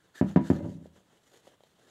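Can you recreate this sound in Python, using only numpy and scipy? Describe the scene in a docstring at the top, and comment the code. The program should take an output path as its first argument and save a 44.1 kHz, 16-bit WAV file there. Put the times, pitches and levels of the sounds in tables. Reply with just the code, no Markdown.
"""A small workshop, where a cloth rag wipes the inside of a hollow plastic housing.
Three strong bumps, then six fainter ones: low pulses with a plastic clack, wall echoes and ringing modes.
The rag drags with a fading shudder, made of random slips that excite the low modes.
Light scratchy strokes are shaped friction noise; a few ticks of the plastic are a dull tap plus a snap.
Quiet coloured noise of the room lies under it all."""
import sys
import numpy as np
from scipy import signal
from scipy.fft import rfft, irfft, next_fast_len
from scipy.io import wavfile
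from scipy.ndimage import uniform_filter1d, map_coordinates

SR = 44100
rng = np.random.default_rng(int(sys.argv[2]) if len(sys.argv) > 2 else 0)


def dump(signal):
    """Clip the signal to [-1, 1] and save it as 16-bit WAV at the path in sys.argv[1]."""
    limited = np.clip(np.atleast_2d(signal).T, -1, 1)
    pcm = np.round(limited * 32767).astype(np.int16)
    wavfile.write(sys.argv[1], SR, pcm)


N = 83790  # length in samples


def amp(db):
    """Decibels to gain."""
    return 10 ** (np.asarray(db) / 20)


def unit(x):
    """Scale to rms 1."""
    return x / np.sqrt(np.mean(x ** 2) + 1e-20)


def along(points, hz):
    """Read (frequency, value) points on a log frequency axis."""
    f, v = np.transpose(points)
    return np.interp(np.log(hz + 1), np.log(f + 1), v)


def filtered(x, response):
    """x times a response of frequency."""
    m = next_fast_len(len(x) + SR // 2)
    hz = np.fft.rfftfreq(m, 1 / SR)
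    return irfft(rfft(x, m) * response(hz), m)[:len(x)]


def coloured(x, spectrum):
    """x shaped by a spectrum in dB, at rms 1."""
    return unit(filtered(x, lambda hz: amp(along(spectrum, hz))))


def pulse(level_db, size=8192):
    """The minimum-phase pulse of energy 1 whose spectrum follows level_db(Hz)."""
    cepstrum = irfft(np.log(amp(level_db(np.fft.rfftfreq(size, 1 / SR)))))
    # folding the cepstrum onto positive time makes the pulse causal
    fold = np.r_[1, np.full(size // 2 - 1, 2), 1, np.zeros(size // 2 - 1)]
    p = irfft(np.exp(rfft(cepstrum * fold)))
    return p / np.linalg.norm(p)


def fade(t, t60):
    """Exponential decay by 60 dB in t60 seconds."""
    return np.exp(-np.log(1000) * t / t60)


def wobble(rate):
    """A smooth random curve, rate knots a second."""
    knots = rng.standard_normal(int(N * rate / SR) + 4)
    return map_coordinates(knots, [np.arange(N) * rate / SR])


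def catches(rate):
    """Impulses of random size at random times, on average rate a second."""
    return (rng.random(N) < rate / SR) * rng.standard_normal(N)


def add(track, s, sound):
    """Mix a sound in at time s."""
    part = track[round(s * SR):][:len(sound)]
    part += sound[:len(part)]


# bumps of the housing: (time [s], relative level [dB], hardness as tilt [dB/octave])
BUMPS = [(0.2126, -2, -0.5), (0.361, 0.5, 0.3), (0.5018, -0.5, -0.88), (0.631, -19, -7), (0.662, -20, -3),
         (0.6852, -21, -6.5), (0.7524, -26.5, -10), (0.8138, -34, -5.5), (0.969, -51, -10)]
# spectrum of the dull push of one bump: (frequency [Hz], level [dB])
PUSH_SPECTRUM = [(30, -59), (55, -28), (80, -9), (160, 4), (250, 6), (350, -0.5), (480, -10), (780, -15.5),
                 (1080, -26), (1480, -30), (1800, -25.5), (2050, -35.5), (3000, -44), (4200, -56),
                 (16000, -82.5)]
THUMP_DB, RING_DB = 11.5, -42.5


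def thumps():
    """Each bump is a low push with its own clack, echoed by the walls, that leaves the modes ringing."""
    out = np.zeros(N)
    echoes = wall_echoes()
    for s, db, tilt_db in BUMPS:
        paths = echoes + room_tail()[:len(echoes)]
        paths[0] += 1  # direct sound
        add(paths, 0, clack())
        ring = amp(RING_DB) * low_ring(tilt_db)
        push = signal.fftconvolve(blow(PUSH_SPECTRUM, tilt_db), paths)[:len(ring)]
        add(out, s, -amp(THUMP_DB + db) * (push + ring))
    return out


HARD_HZ = 243.7  # pivot of the hardness tilt


def blow(spectrum, tilt_db):
    """One contact with this spectrum, tilted by its hardness in dB per octave."""
    def level_db(hz):
        octaves = np.log2(np.maximum(hz, spectrum[0][0]) / HARD_HZ)
        return along(spectrum, hz) + tilt_db * octaves
    return pulse(level_db)


CLACK_DB, CLACK_LOW_HZ = -3, 700
CLACK_T60, CLACK_RISE_S = 0.06, 0.0011


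def clack():
    """The hand-damped plastic rings densely for a few hundredths of a second, above the bass."""
    t = np.arange(SR // 10) / SR
    ring = rng.standard_normal(len(t)) * fade(t, CLACK_T60) * (1 - np.exp(-t / CLACK_RISE_S))
    high_pass = signal.butter(N=2, Wn=CLACK_LOW_HZ, btype="high", fs=SR, output="sos")
    return amp(CLACK_DB) * signal.sosfilt(high_pass, ring / np.linalg.norm(ring))


# modes of housing and room: (frequency [Hz], relative level [dB], decay time t60 [s])
MODES = [(80.5, -8.5, 0.44), (117.2, -19.5, 0.75), (164.6, -2, 0.46), (197.5, 3.5, 0.39), (263.6, 3, 0.29),
         (326, -4, 0.41), (458.5, -11, 0.25), (575.6, -1.5, 0.12), (593.6, -2.5, 0.14), (694, -14, 0.21),
         (971, -13, 0.21), (1265, -20, 0.25), (1697, -30, .17), (1780, -28, .17), (2080, -28, .16)]
RING_ATTACK_S, RING_SCATTER_DB = 0.0057, 4.5


def low_ring(tilt_db):
    """The modes swell for a moment and die away; a softer touch weakens the higher ones."""
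    t = np.arange(SR // 2) / SR
    scatter_db = RING_SCATTER_DB * rng.standard_normal(len(MODES))
    ring = np.zeros(len(t))
    for (hz, db, t60), offset_db in zip(MODES, scatter_db):
        gain = amp(db + offset_db + tilt_db * np.log2(hz / HARD_HZ))
        ring += gain * np.sin(2 * np.pi * hz * t) * fade(t, t60)
    return ring * (1 - np.exp(-t / RING_ATTACK_S))


# answers of the nearest walls, before dulling: (delay [s], level [dB])
WALL_ANSWERS = [(0.0113, -5), (0.0318, -13.5), (0.052, -20.5)]
WALL_DULL_HZ = 613


def wall_echoes():
    """Reflections from the nearest walls, with the treble rolled off."""
    echoes = np.zeros(SR // 2)
    for delay, db in WALL_ANSWERS:
        echoes[round(delay * SR)] += amp(db)
    return filtered(echoes, lambda hz: 1 / np.sqrt(1 + (hz / WALL_DULL_HZ) ** 2))


# decay of the room: (frequency [Hz], decay time t60 [s])
ROOM_DECAY = [(100, 0.34), (500, 0.12), (2000, 0.32), (8000, 0.047)]
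# colour of the room: (frequency [Hz], relative level [dB])
ROOM_SPECTRUM = [(300, -4.5), (700, -0.5), (2000, -4), (8000, 14.5)]
ROOM_DB, ROOM_BUILD_S = -5.5, 0.0024


def room_tail():
    """Diffuse reverberation; each frequency dies at its own speed."""
    hz, t, z = signal.stft(rng.standard_normal(SR // 2), SR, nperseg=256)
    z = z * fade(t, along(ROOM_DECAY, hz)[:, None]) * (1 - np.exp(-t / ROOM_BUILD_S))
    tail = signal.istft(z, SR)[1]
    tail = tail / np.linalg.norm(tail)
    return filtered(tail, lambda f: amp(ROOM_DB + along(ROOM_SPECTRUM, f)))


# pressure of the dragging rag: (time [s], relative level [dB])
DRAG_LEVEL = [(0.52, -70), (0.56, -42), (0.6, -40), (0.652, -38), (0.698, -51.5), (0.8, -56.5),
              (0.87, -64.5), (0.98, -71.5), (1.15, -75.5)]
# spectrum of the shudder: (frequency [Hz], level [dB])
SHUDDER_SPECTRUM = [(45, -35), (85, -1), (300, 2), (450, -5), (700, -12.5), (1100, -25), (2000, -37.5),
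                    (12000, -89)]
SLIPS_PER_S = 130
DRAG_RING_DB, DRAG_DIRECT_DB = -2, -2
DRAG_TILT_DB = -0.4  # dB per octave: the soft rag favours the lowest modes


def drag():
    """The pressed rag slips unevenly: the housing shudders and its low modes keep ringing."""
    level_db = np.interp(np.arange(N) / SR, *np.transpose(DRAG_LEVEL), left=-120, right=-120)
    slips = np.sign(catches(SLIPS_PER_S))  # equal strength, random direction
    ring = unit(signal.fftconvolve(slips, low_ring(DRAG_TILT_DB))[:N])
    shudder = coloured(slips, SHUDDER_SPECTRUM)
    return amp(level_db) * (amp(DRAG_DIRECT_DB) * shudder + amp(DRAG_RING_DB) * ring)


# wiping strokes: (middle [s], half length [s], cloth hiss [dB], shell rub [dB], hollow scrape [dB])
WIPES = [(0.054, 0.045, -76.5, -70, -73.5), (0.158, 0.0066, -61.5, -59.5, -55.5),
         (0.187, 0.015, -54.5, -63, -54), (0.295, 0.028, -60.5, -53, -63), (0.467, 0.013, -58, -49, -52.5),
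         (0.496, 0.037, -56.5, -84, -75), (0.565, 0.021, -63.5, -52.5, -58.5),
         (0.643, 0.025, -69, -56.5, -84), (0.714, 0.039, -67, -74, -76), (0.857, 0.016, -72, -67, -72),
         (0.973, 0.022, -69.5, -63, -83), (1.146, 0.068, -74.5, -68.5, -96),
         (1.273, 0.028, -70.5, -70.5, -83), (1.362, 0.031, -64, -63.5, -81),
         (1.471, 0.029, -65.5, -62.5, -91), (1.532, 0.015, -72.5, -61.5, -90),
         (1.673, 0.047, -73, -70, -92.5), (1.831, 0.043, -71.5, -65.5, -77.5),
         (1.9, 0.025, -68.5, -67.5, -70.5)]
# spectrum of the cloth hiss: (frequency [Hz], level [dB])
CLOTH_SPECTRUM = [(600, -31), (1300, -7.5), (2000, 4), (2400, -7.5), (3100, 1.5), (4100, -0.5), (5300, -4),
                  (6800, 0.5), (9200, -8.5), (12000, -11.5), (15500, -24.5)]
# spectrum of the duller shell rub: (frequency [Hz], level [dB])
SHELL_SPECTRUM = [(80, -18.5), (250, 2.5), (450, 5), (1000, -4.5), (1700, -8), (2300, -21), (3000, -9.5),
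                  (5000, -39.5), (12000, -41.5)]
STROKE_SHAPE = 1.52  # higher gives steeper ends
UNEVEN_DB = 1.61


def wiping():
    """Fibres catch on the plastic: strokes swell and fade as cloth hiss, shell rub and hollow scrape."""
    t = np.arange(N) / SR
    power = np.zeros((3, N))
    for s, half, *levels in WIPES:
        swell = np.exp(-np.abs((t - s) / half) ** STROKE_SHAPE)
        power += np.outer(amp(levels) ** 2, swell)
    hiss = coloured(friction(), CLOTH_SPECTRUM)
    rub = coloured(friction(), SHELL_SPECTRUM)
    scrape = unit(filtered(friction(), hollow))
    strokes = np.sum(np.sqrt(power) * [hiss, rub, scrape], axis=0)
    return strokes * amp(UNEVEN_DB * wobble(110))


FIBRES_PER_S, FIBRE_DB = 2500, -3.5
PATCHY_DB = 2  # shifting folds of the cloth change its colour


def friction():
    """Hiss and catching fibres, with patches of colour that come and go."""
    x = rng.standard_normal(N) + amp(FIBRE_DB) * unit(catches(FIBRES_PER_S))
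    z = signal.stft(x, nperseg=512)[2]
    field = uniform_filter1d(rng.standard_normal(z.shape), size=4, axis=0)  # smooth over frequency
    field = uniform_filter1d(field, size=8, axis=1)  # smooth over time
    return signal.istft(z * amp(PATCHY_DB * unit(field)))[1][:N]


# resonances of the air in the housing: (centre [Hz], width [Hz], relative level [dB])
AIR_RESONANCES = [(1330, 180, -5), (1727, 150, 0.5), (3690, 170, -9), (4400, 150, -9.5),
                  (12100, 400, -24.5)]


def hollow(hz):
    """Response of the air in the housing: resonances of alternating sign."""
    response = 0
    for k, (centre, width, db) in enumerate(AIR_RESONANCES):
        damping = 1j * hz * width
        response = response + (-1) ** k * amp(db) * damping / (centre ** 2 - hz ** 2 + damping)
    return response


# ticks under the fingers:
# (time [s], relative level [dB], relative snap level [dB], tap hardness as tilt [dB/octave])
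FINGER_TICKS = [(0.343, -58.5, 23.5, 2.5), (0.8576, -23.5, -31, -7), (1.005, -43.5, -5, 6),
                (1.3575, -48, 14.5, -5.5), (1.471, -31, -9.5, 3), (1.476, -28, -6, -2),
                (1.606, -36.5, -2, 3), (1.6362, -35, 6, 0)]
# spectrum of the dead tap: (frequency [Hz], level [dB])
TAP_SPECTRUM = [(60, -32.5), (200, -7.5), (380, 6.5), (600, 8), (850, -1), (1150, -14.5), (2400, -31),
                (12000, -73)]
# spectrum of the snap: (frequency [Hz], level [dB])
SNAP_SPECTRUM = [(300, -26), (1500, -0.5), (2400, -5.5), (3250, 9.5), (4300, -2), (5200, -13.5),
                 (14000, -22)]
TAP_DB, SNAP_DB, SNAP_T60, TICK_ROOM_DB = 2, -27, 0.018, -8


def ticks():
    """Small contacts: a dead tap on the hand-damped shell and a snap, answered by the room."""
    out, t = np.zeros(N), np.arange(SR // 10) / SR
    for s, db, snap_db, tilt_db in FINGER_TICKS:
        tap = amp(TAP_DB) * blow(TAP_SPECTRUM, tilt_db)[:len(t)]
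        snap = coloured(rng.standard_normal(len(t)), SNAP_SPECTRUM) * fade(t, SNAP_T60)
        add(out, s, amp(db) * (tap + amp(SNAP_DB + snap_db) * snap))
    return out + amp(TICK_ROOM_DB) * signal.fftconvolve(out, room_tail())[:N]


# spectrum of the room noise: (frequency [Hz], level [dB])
FLOOR_SPECTRUM = [(25, -15.5), (60, -4), (150, 3), (300, -6.5), (1500, -11.5), (2400, -17), (3300, -11),
                  (5000, -23), (7000, -19), (15000, -29)]
FLOOR_DB = -71.5


def room_noise():
    """Steady random noise in the colour of the quiet room."""
    return amp(FLOOR_DB) * coloured(rng.standard_normal(N), FLOOR_SPECTRUM)


def scene():
    """All the handling over the room noise, as one channel."""
    return (thumps() + drag() + wiping() + ticks() + room_noise())[None]


TOP_HZ = 15780


def record(dry):
    """The recorder keeps nothing above its band limit."""
    return np.array([filtered(x, lambda hz: hz < TOP_HZ) for x in dry])


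dry = scene()
out = record(dry)
dump(out)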